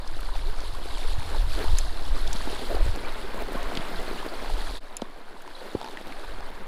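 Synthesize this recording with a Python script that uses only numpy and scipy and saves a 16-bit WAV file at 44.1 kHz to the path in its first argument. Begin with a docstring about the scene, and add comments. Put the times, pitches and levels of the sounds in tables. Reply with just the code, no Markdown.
"""A shallow creek rushes over stones, with bubbles ringing in it, beside an angler with a camera on the chest.
From the start wind rumbles on the microphone, tackle ticks, and waders rub and bump; the reel clinks once.
The rubbing is hardest in the crouch. After a brief fade near 4.8 s the water is behind the body and weaker.
Then the reel clinks again, the rod and the net's handle knock, and the net scuffs over dry grass.
Water is made of ringing bubbles and noise, wind and cloth of shaped noise, and contacts of short rings."""
import sys
import numpy as np
from scipy import signal
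from scipy.fft import rfft, irfft, next_fast_len
from scipy.io import wavfile
from scipy.ndimage import uniform_filter1d, map_coordinates

SR = 44100
rng = np.random.default_rng(int(sys.argv[2]) if len(sys.argv) > 2 else 0)


def materialize(psi):
    """Save the field psi as 16-bit PCM at rate SR to the path in sys.argv[1].

    A 1-D psi becomes a single channel; in a 2-D psi each row is a channel.
    """
    bounded = np.clip(np.atleast_2d(psi).T, -1, 1)
    quanta = np.round(bounded * 32767).astype(np.int16)
    wavfile.write(sys.argv[1], SR, quanta)


N = 294147

# Creek at the microphone as the body turns to it and away, before the mix trims: t/s, level/dB
CREEK_LEVEL = [(0.0, -50), (0.35, -46.5), (0.8, -46.5), (1.05, -43.5), (1.45, -44.5), (1.65, -40.5),
               (2.0, -45.5), (2.45, -40.5), (2.9, -46), (3.4, -48.5), (4.0, -45), (4.2, -46), (4.78, -43),
               (4.82, -56.5), (5.25, -58.5), (5.6, -51.5), (6.4, -52), (6.67, -58.5)]
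# Tone of the low murmur, as relative filter gain: f/Hz, level/dB
MURMUR_TONE = [(100, -41), (160, -30.5), (240, 4.5), (330, 0), (560, 1), (900, 5.5), (1200, 0.5),
               (1650, -1.5), (2400, -11.5), (4000, -63), (8000, -62)]
# Tone of the bright spray, as relative filter gain: f/Hz, level/dB
SPRAY_TONE = [(1000, -17), (2400, -10.5), (3400, -1.5), (4300, 0), (5000, -5.5), (6000, -13.5), (8000, -13),
              (10500, -11.5), (13000, -20.5), (15500, -31)]
# Single large bubbles: t/s, peak level/dB, starting f/Hz, life/s
LARGE_BUBBLES = [(0.456, -42, 357.4, 0.03944), (0.478, -40, 401, 0.035), (1.046, -36.5, 437, 0.015),
                 (3.048, -34, 2243, 0.0068), (3.235, -35.5, 373, 0.0364), (3.565, -33.5, 1028, 0.031),
                 (4.176, -39.5, 2684, 0.0175), (5.551, -38, 3807, 0.0082), (5.615, -32, 469, 0.011)]
# Hard ticks of rod, reel and line, 2 dB below the mixed peak: t/s, level/dB, f/Hz
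TACKLE_TICKS = [(0.076, -33.5, 4700), (0.206, -37.5, 9100), (0.353, -33.5, 3050), (0.604, -33.5, 4750),
                (0.982, -35, 5000), (2.086, -37.5, 4392), (2.276, -27, 4180), (2.33, -23.5, 4640),
                (2.332, -25.5, 5200), (2.960, -33, 6930), (3.530, -35, 12100), (3.63, -35, 6624),
                (3.752, -29, 3330), (3.7717, -21, 3230), (5.018, -29.5, 3740), (5.420, -42, 10000)]
# Clinks of small metal parts of the reel: t/s, peak level/dB, brightness/(dB per octave)
REEL_CLINKS = [(1.7858, -13.5, -1.5), (4.9678, -20.5, 5)]
# Ringing tones of the reel, before the brightness is added: f/Hz, level/dB, time to fall 60 dB/s
REEL_TONES = [(1740, -17, .035), (5180, -13, .03), (6370, -4, .018), (7100, 0, .018), (10500, -6, .018)]
# The rod laid down and the knock of the net's handle:
# t/s, peak level/dB, push f/Hz, push length/s, ring f/Hz, ring level against the push/dB
HANDLING_KNOCKS = [(5.0215, -17.5, 525, 0.000746, 219.2, -5), (5.752, -13, 372.6, 0.00171, 91, -8.5)]
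# The net scuffing over dry grass: t/s, peak level/dB, f/Hz, length of the drag/s
NET_SCUFFS = [(5.477, -31, 1010, 0), (5.814, -22, 866, .02), (5.8451, -25, 890, .055),
              (5.9722, -27, 1914, 0), (6.1222, -32, 2233, 0), (6.247, -32, 910, 0), (6.406, -28.5, 807, 0)]
# Soft bumps of clothes against the camera: t/s, peak level/dB, f/Hz
CLOTH_BUMPS = [(0.3545, -30.5, 780), (0.856, -29, 401), (1.346, -28, 903), (2.35, -26, 220),
               (2.473, -22.5, 290), (2.481, -29, 360), (2.528, -28.5, 410), (2.745, -20, 427),
               (2.767, -23, 740), (2.805, -22.5, 610), (2.973, -27, 326), (3.378, -28, 999),
               (3.486, -27, 484), (3.554, -24.5, 194), (3.719, -25, 691.3), (3.773, -24, 202),
               (3.796, -26.5, 181), (4.111, -23.5, 370.4), (4.227, -27.5, 938), (4.497, -24, 860)]
# How hard sleeves and waders rub, hardest in the crouch: t/s, effort level/dB
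RUBBING_EFFORT = [(0.0, -49), (0.9, -44), (1.9, -46), (2.45, -39), (3.2, -39), (3.65, -35.5), (4.1, -36.5),
                  (4.7, -41), (4.85, -46.5), (5.35, -49), (5.9, -44), (6.67, -42.5)]
# Single sweeps of an arm or knee: t/s, length/s, rise of rub level/dB, rise of swish level/dB
LIMB_STROKES = [(1.325, 0.114, 8, 6.5), (1.607, 0.118, 14.5, 10.5), (2.49, 0.073, 5, -0.5),
                (2.716, 0.141, 8.5, 1.5), (3.078, 0.039, 1, 7), (3.398, 0.074, 6, 0), (5.642, .11, 8, 3)]
# Tone of the dull rubbing, as relative filter gain: f/Hz, level/dB
RUB_TONE = [(70, -32), (140, -11), (190, 0.5), (400, 3), (700, 0.5), (1100, -15), (2000, -19),
            (5000, -30.5)]
# Tone of the brighter swish, as relative filter gain: f/Hz, level/dB
SWISH_TONE = [(400, -5.5), (900, 5.5), (1500, 5.5), (2500, -1), (3600, -8), (5000, -16.5), (6500, -40.5),
              (10000, -30), (15000, -43.5)]
# Strength of the breeze on the microphone, before gusts and mix trims: t/s, level/dB
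BREEZE_STRENGTH = [(0.0, -30.5), (0.4, -22), (0.92, -29), (1.3, -20), (1.9, -24.5), (2.3, -21), (2.65, -29),
                   (2.95, -25.5), (3.2, -35), (3.6, -28), (4.32, -37), (4.72, -28.5), (4.87, -47.5),
                   (5.9, -50.5), (6.4, -31), (6.67, -42)]
# Single gusts on top of the breeze: t/s, length/s, change of breeze level/dB
BREEZE_GUSTS = [(0.734, 0.0925, -0.5), (1.096, 0.09, 10.5), (1.454, 0.137, 7), (1.72, 0.139, 9),
                (2.13, 0.082, 8.5), (2.834, 0.164, 12), (3.991, 0.061, 6.5), (4.527, 0.1, 13)]
# Single eddies that thump on the microphone port: t/s, peak level/dB, f/Hz
EDDY_THUMPS = [(0.737, -32.5, 86), (1.094, -25.5, 43.85), (1.188, -22, 88.8), (1.697, -21, 71),
               (2.859, -29.5, 78.63), (2.894, -21, 74)]
# Tone of the huge slow eddies, as relative filter gain: f/Hz, level/dB
SWAY_TONE = [(1, -29), (4, -0.5), (8, -1.5), (14, -4), (24, -24.5), (50, -50.5), (100, -93)]
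# Tone of the rumbling eddies, as relative filter gain: f/Hz, level/dB
RUMBLE_TONE = [(4, -43), (14, 1), (24, -1.5), (34, -5.5), (50, -16), (80, -25.5), (120, -33), (180, -70.5),
               (400, -97)]
# Tone of the fast fluttering eddies, as relative filter gain: f/Hz, level/dB
FLUTTER_TONE = [(30, -16.5), (55, 10.5), (80, 2), (115, -7.5), (160, -13.5), (220, -45.5), (400, -44.5)]

MURMUR_DB, MURMUR_FOLLOWS = -24, 0.464  # the body shades the murmur's long waves less than the spray
TICK_Q, TICK_HZ = 1.445, 3987  # sharpness at that pitch; higher ticks are drier
TICK_Q_FALL = 1  # power by which sharpness falls with pitch
SLIP_GAP_S, SLIP_DB = 0.014, -5.5  # a dragged net slips again and again, more softly than at first
CONTACT_S = 0.001225  # sets how fast a soft bump swells and dies
RUB_DB, SWISH_DB = -4, -5.5  # levels against the effort
FLUTTER_DB, FLUTTER_GROWS = -20, 1.063  # starting level; its dB per dB of breeze
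FADE_S, FADE_HALF_S = 4.80, 0.0333  # silent moment; time of the fade on each side of it
TOP_HZ = 15600  # nothing above this is heard


def creek():
    """Large bubbles babble in churning water; droplets patter and fine bubbles fizz in white water."""
    spray_db = curve(CREEK_LEVEL)
    babble = bubbles(count=3000, low_hz=260, high_hz=2400, cycles=18, rise=.18, spread_db=2.5)
    drops = bubbles(count=1600, low_hz=900, high_hz=4500, cycles=9, rise=.1, spread_db=3.2)
    murmur = coloured(patchy(depth_db=1.3) + amp(-4.5) * babble + amp(-5) * drops, MURMUR_TONE)

    fizz = bubbles(count=4000, low_hz=2000, high_hz=11000, cycles=22, rise=.1, spread_db=3.4)
    bursts = crackle(count=5000, spread_db=6)
    white_water = patchy(depth_db=.8) + amp(-6) * fizz + amp(-9) * bursts + amp(-11) * drops
    spray = coloured(white_water, SPRAY_TONE)

    murmur_db = MURMUR_DB + MURMUR_FOLLOWS * spray_db + .5 * wobble(23)
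    moving_spray_db = spray_db - 1.0 + 1.3 * wobble(25)
    return amp(murmur_db) * murmur + amp(moving_spray_db) * spray


def gurgles():
    """A big bubble swells, rings and glides upward in pitch."""
    track = np.zeros(N)
    for s, db, hz, life in LARGE_BUBBLES:
        t = np.arange(int(3 * life * SR)) / SR
        age = t / life
        tone = np.sin(2 * np.pi * hz * t * (1 + 0.0555 * age))
        add(track, s, db, tone * age * np.exp(-3.5 * age))
    return track


def tackle():
    """Rod and line tick as short dry resonances; the reel's metal rings briefly in several tones."""
    track, t = np.zeros(N), np.arange(SR // 20) / SR
    for s, db, hz in TACKLE_TICKS:
        q = TICK_Q * (TICK_HZ / hz) ** TICK_Q_FALL
        add(track, s, db + 2, decay(t, .016) * resonant_noise(hz, q, count=len(t)))
    for s, db, bright_db in REEL_CLINKS:
        ring = np.zeros(len(t))
        for hz, level, t60 in REEL_TONES:
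            tone = np.sin(2 * np.pi * (hz * t + rng.random()))
            ring += amp(level + bright_db * np.log2(hz)) * decay(t, t60) * tone
        crack = amp(-14) * decay(t, .015) * resonant_noise(8000, q=1, count=len(t))
        rattle = amp(-22) * decay(t, .045) * resonant_noise(2600, q=1, count=len(t))
        add(track, s, db, ring / np.abs(ring).max() + crack + rattle)
    return track


def knocks():
    """A solid blow is one brief swing of pressure, then the struck thing rings low and short."""
    lead = .005  # s of sound before the middle of the blow
    track, t = np.zeros(N), np.arange(SR // 12) / SR - lead
    after = np.maximum(t, 0)
    for s, db, hz, length, ring_hz, ring_db in HANDLING_KNOCKS:
        push = np.cos(2 * np.pi * hz * t) * np.exp(-(t / length) ** 2)
        ring = -np.sin(2 * np.pi * ring_hz * after) * amp(ring_db) * decay(after, 0.0424)
        noise = resonant_noise(757, q=1.45, count=len(t))
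        rattle = (t > 0) * amp(-18) * decay(after, 0.035) * noise
        add(track, s - lead, db, push + ring + rattle)
    return track


def net():
    """Each slip of the net over the grass is a crisp snap with a hollow ring of its frame."""
    track, t = np.zeros(N), np.arange(SR // 20) / SR
    for s, db, hz, drag in NET_SCUFFS:
        slips = [(s, db)]
        for k in range(int(drag / SLIP_GAP_S)):
            delay = SLIP_GAP_S * (k + 1 + rng.normal(0, .15))
            slips.append((s + delay, db + SLIP_DB))
        for slip_s, slip_db in slips:
            tone = np.sin(2 * np.pi * hz * t)
            ring = decay(t, .024) * (tone + .5 * resonant_noise(hz, q=2.5, count=len(t)))
            snap = amp(-7) * decay(t, .01) * resonant_noise(3200, q=1, count=len(t))
            add(track, slip_s, slip_db, ring + snap)
    return track


def bumps():
    """A soft contact gives a quick push that dies within a few cycles, with a little scrape."""
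    track, t = np.zeros(N), np.arange(SR // 16) / SR
    age = t / CONTACT_S
    for s, db, hz in CLOTH_BUMPS:
        push = np.sin(2 * np.pi * hz * t) * age ** 2 * np.exp(-age)
        scrape = amp(-10) * decay(t, .035) * resonant_noise(750, q=1, count=len(t))
        add(track, s, db, push / np.abs(push).max() + scrape)
    return track


def cloth():
    """Fabric catches and slips in uneven clumps: a dull rub and a brighter swish grow with effort."""
    effort_db = curve(RUBBING_EFFORT)
    rub_db, swish_db = effort_db + RUB_DB, effort_db + SWISH_DB
    for s, length, rub_rise, swish_rise in LIMB_STROKES:
        rub_db += rub_rise * swell(s, length)
        swish_db += swish_rise * swell(s, length)
    grip_db = 1.4 * wobble(45)
    rub = coloured(patchy(depth_db=4.0) + amp(-2.5) * crackle(count=1600, spread_db=4.5), RUB_TONE)
    swish = coloured(patchy(depth_db=0.5) + amp(-2) * crackle(count=4000, spread_db=1.0), SWISH_TONE)
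    return amp(rub_db + grip_db) * rub + amp(swish_db + grip_db) * swish


def wind():
    """Huge slow eddies sway the air; smaller ones rumble and flutter on the microphone port."""
    wind_db = curve(BREEZE_STRENGTH)
    for s, length, db in BREEZE_GUSTS:
        wind_db += db * swell(s, length)
    sway = amp(0.555 * wind_db - 10.5) * eddies(SWAY_TONE)
    rumble = amp(wind_db - 3.5 + 1.45 * wobble(9.6)) * eddies(RUMBLE_TONE)
    flutter_db = FLUTTER_DB + FLUTTER_GROWS * wind_db + 1.88 * wobble(22.04)
    air = sway + rumble + amp(flutter_db) * eddies(FLUTTER_TONE)
    half = .04  # s on each side of a thump's middle
    t = np.arange(-half, half, 1 / SR)
    for s, db, hz in EDDY_THUMPS:
        thump = np.cos(2 * np.pi * hz * t) * np.exp(-(hz * t / 0.575) ** 2)
        add(air, s - half, db, thump)
    return air


def eddies(spectrum):
    """Turbulent pressure whose swings are of fairly even size."""
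    swirl = signal.hilbert(coloured(rng.standard_normal(N), spectrum))
    return unit(swirl.real / np.sqrt(np.abs(swirl) ** 2 + 1))  # large swings are held down


def bubbles(count, low_hz, high_hz, cycles, rise, spread_db):
    """Each bubble rings for some cycles and rises in pitch as it nears the surface."""
    start = rng.integers(0, N, (count, 1))
    hz = low_hz * (high_hz / low_hz) ** rng.random((count, 1))
    strength = np.minimum(rng.exponential(size=(count, 1)), 4)
    size = amp(spread_db * strength) * np.sqrt(hz)
    k = np.arange(int(min(cycles / low_hz, .05) * SR))
    turns = hz * k / SR
    age = turns / cycles
    tone = np.sin(2 * np.pi * turns * (1 + rise * age / 2))
    ring = size * tone * amp(-40 * age) * (1 - np.exp(-turns))
    return unit(np.bincount((start + k).ravel(), ring.ravel())[:N])


def crackle(count, spread_db):
    """Tiny impulses at random times, mostly small and a few large."""
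    strength = np.minimum(rng.exponential(size=count), 5)
    size = amp(spread_db * strength) * rng.choice([-1, 1], count)
    return unit(np.bincount(rng.integers(0, N, count), size, N))


def patchy(depth_db):
    """White noise with short patches of random gain in time and frequency."""
    z = signal.stft(rng.standard_normal(N), nperseg=512)[2]
    field = uniform_filter1d(rng.standard_normal(z.shape), size=4, axis=0)  # smooth over frequency
    field = uniform_filter1d(field, size=7, axis=1)  # smooth over time
    return unit(signal.istft(z * amp(depth_db * unit(field)), nperseg=512)[1][:N])


def resonant_noise(hz, q, count):
    """Noise of rms 1 in one broad resonance, filtered twice for steep skirts."""
    b, a = signal.iirpeak(min(hz, SR / 3), max(q, 1), SR)
    once = signal.lfilter(b, a, rng.standard_normal(count))
    return unit(signal.lfilter(b, a, once))


def coloured(x, spectrum):
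    """Filter x by (f/Hz, level/dB) points and scale it to rms 1."""
    f, db = np.transpose(spectrum)
    return unit(filtered(x, lambda hz: amp(np.interp(np.log(hz + 1), np.log(f), db))))


def filtered(x, response):
    """Multiply the spectrum of x by a response that depends on frequency."""
    size = next_fast_len(N + SR // 2)
    return irfft(rfft(x, size) * response(np.fft.rfftfreq(size, 1 / SR)), size)[:N]


def add(track, s, db, sound):
    """Mix a short sound in at time s, scaled so that its peak is at db."""
    part = track[round(s * SR):][:len(sound)]
    part += (amp(db) * sound / np.abs(sound).max())[:len(part)]


def curve(rows):
    """Join (time, value) points by straight lines, one value per sample."""
    s, value = np.transpose(rows)
    return np.interp(np.arange(N) / SR, s, value)


def wobble(rate):
    """A smooth random curve through rate random points a second."""
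    points = rng.standard_normal(int(N * rate / SR) + 4)
    return map_coordinates(points, [np.arange(N) * rate / SR])


def swell(s, length):
    """A smooth rise and fall, 1 at time s."""
    return np.exp(-(2 * (np.arange(N) / SR - s) / length) ** 2)


def decay(t, t60):
    """A steady dying away that falls 60 dB in t60 seconds."""
    return amp(-60 * t / t60)


def amp(db):
    """Decibels to gain."""
    return 10 ** (np.asarray(db) / 20)


def unit(x):
    """Scale to rms 1."""
    return x / np.sqrt(np.mean(x ** 2) + 1e-20)


def scene():
    """All sources add up as air pressure at the one microphone."""
    water = creek() + gurgles()
    handling = tackle() + knocks() + net()
    clothes = bumps() + cloth()
    return (water + handling + clothes + wind())[None]


def record(dry):
    """The sound fades out and straight back in; nothing passes the band limit."""
    fade = np.minimum(np.abs(np.arange(N) / SR - FADE_S) / FADE_HALF_S, 1)
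    return filtered(dry[0] * fade, lambda hz: hz < TOP_HZ)[None]


dry = scene()
out = record(dry)
materialize(out)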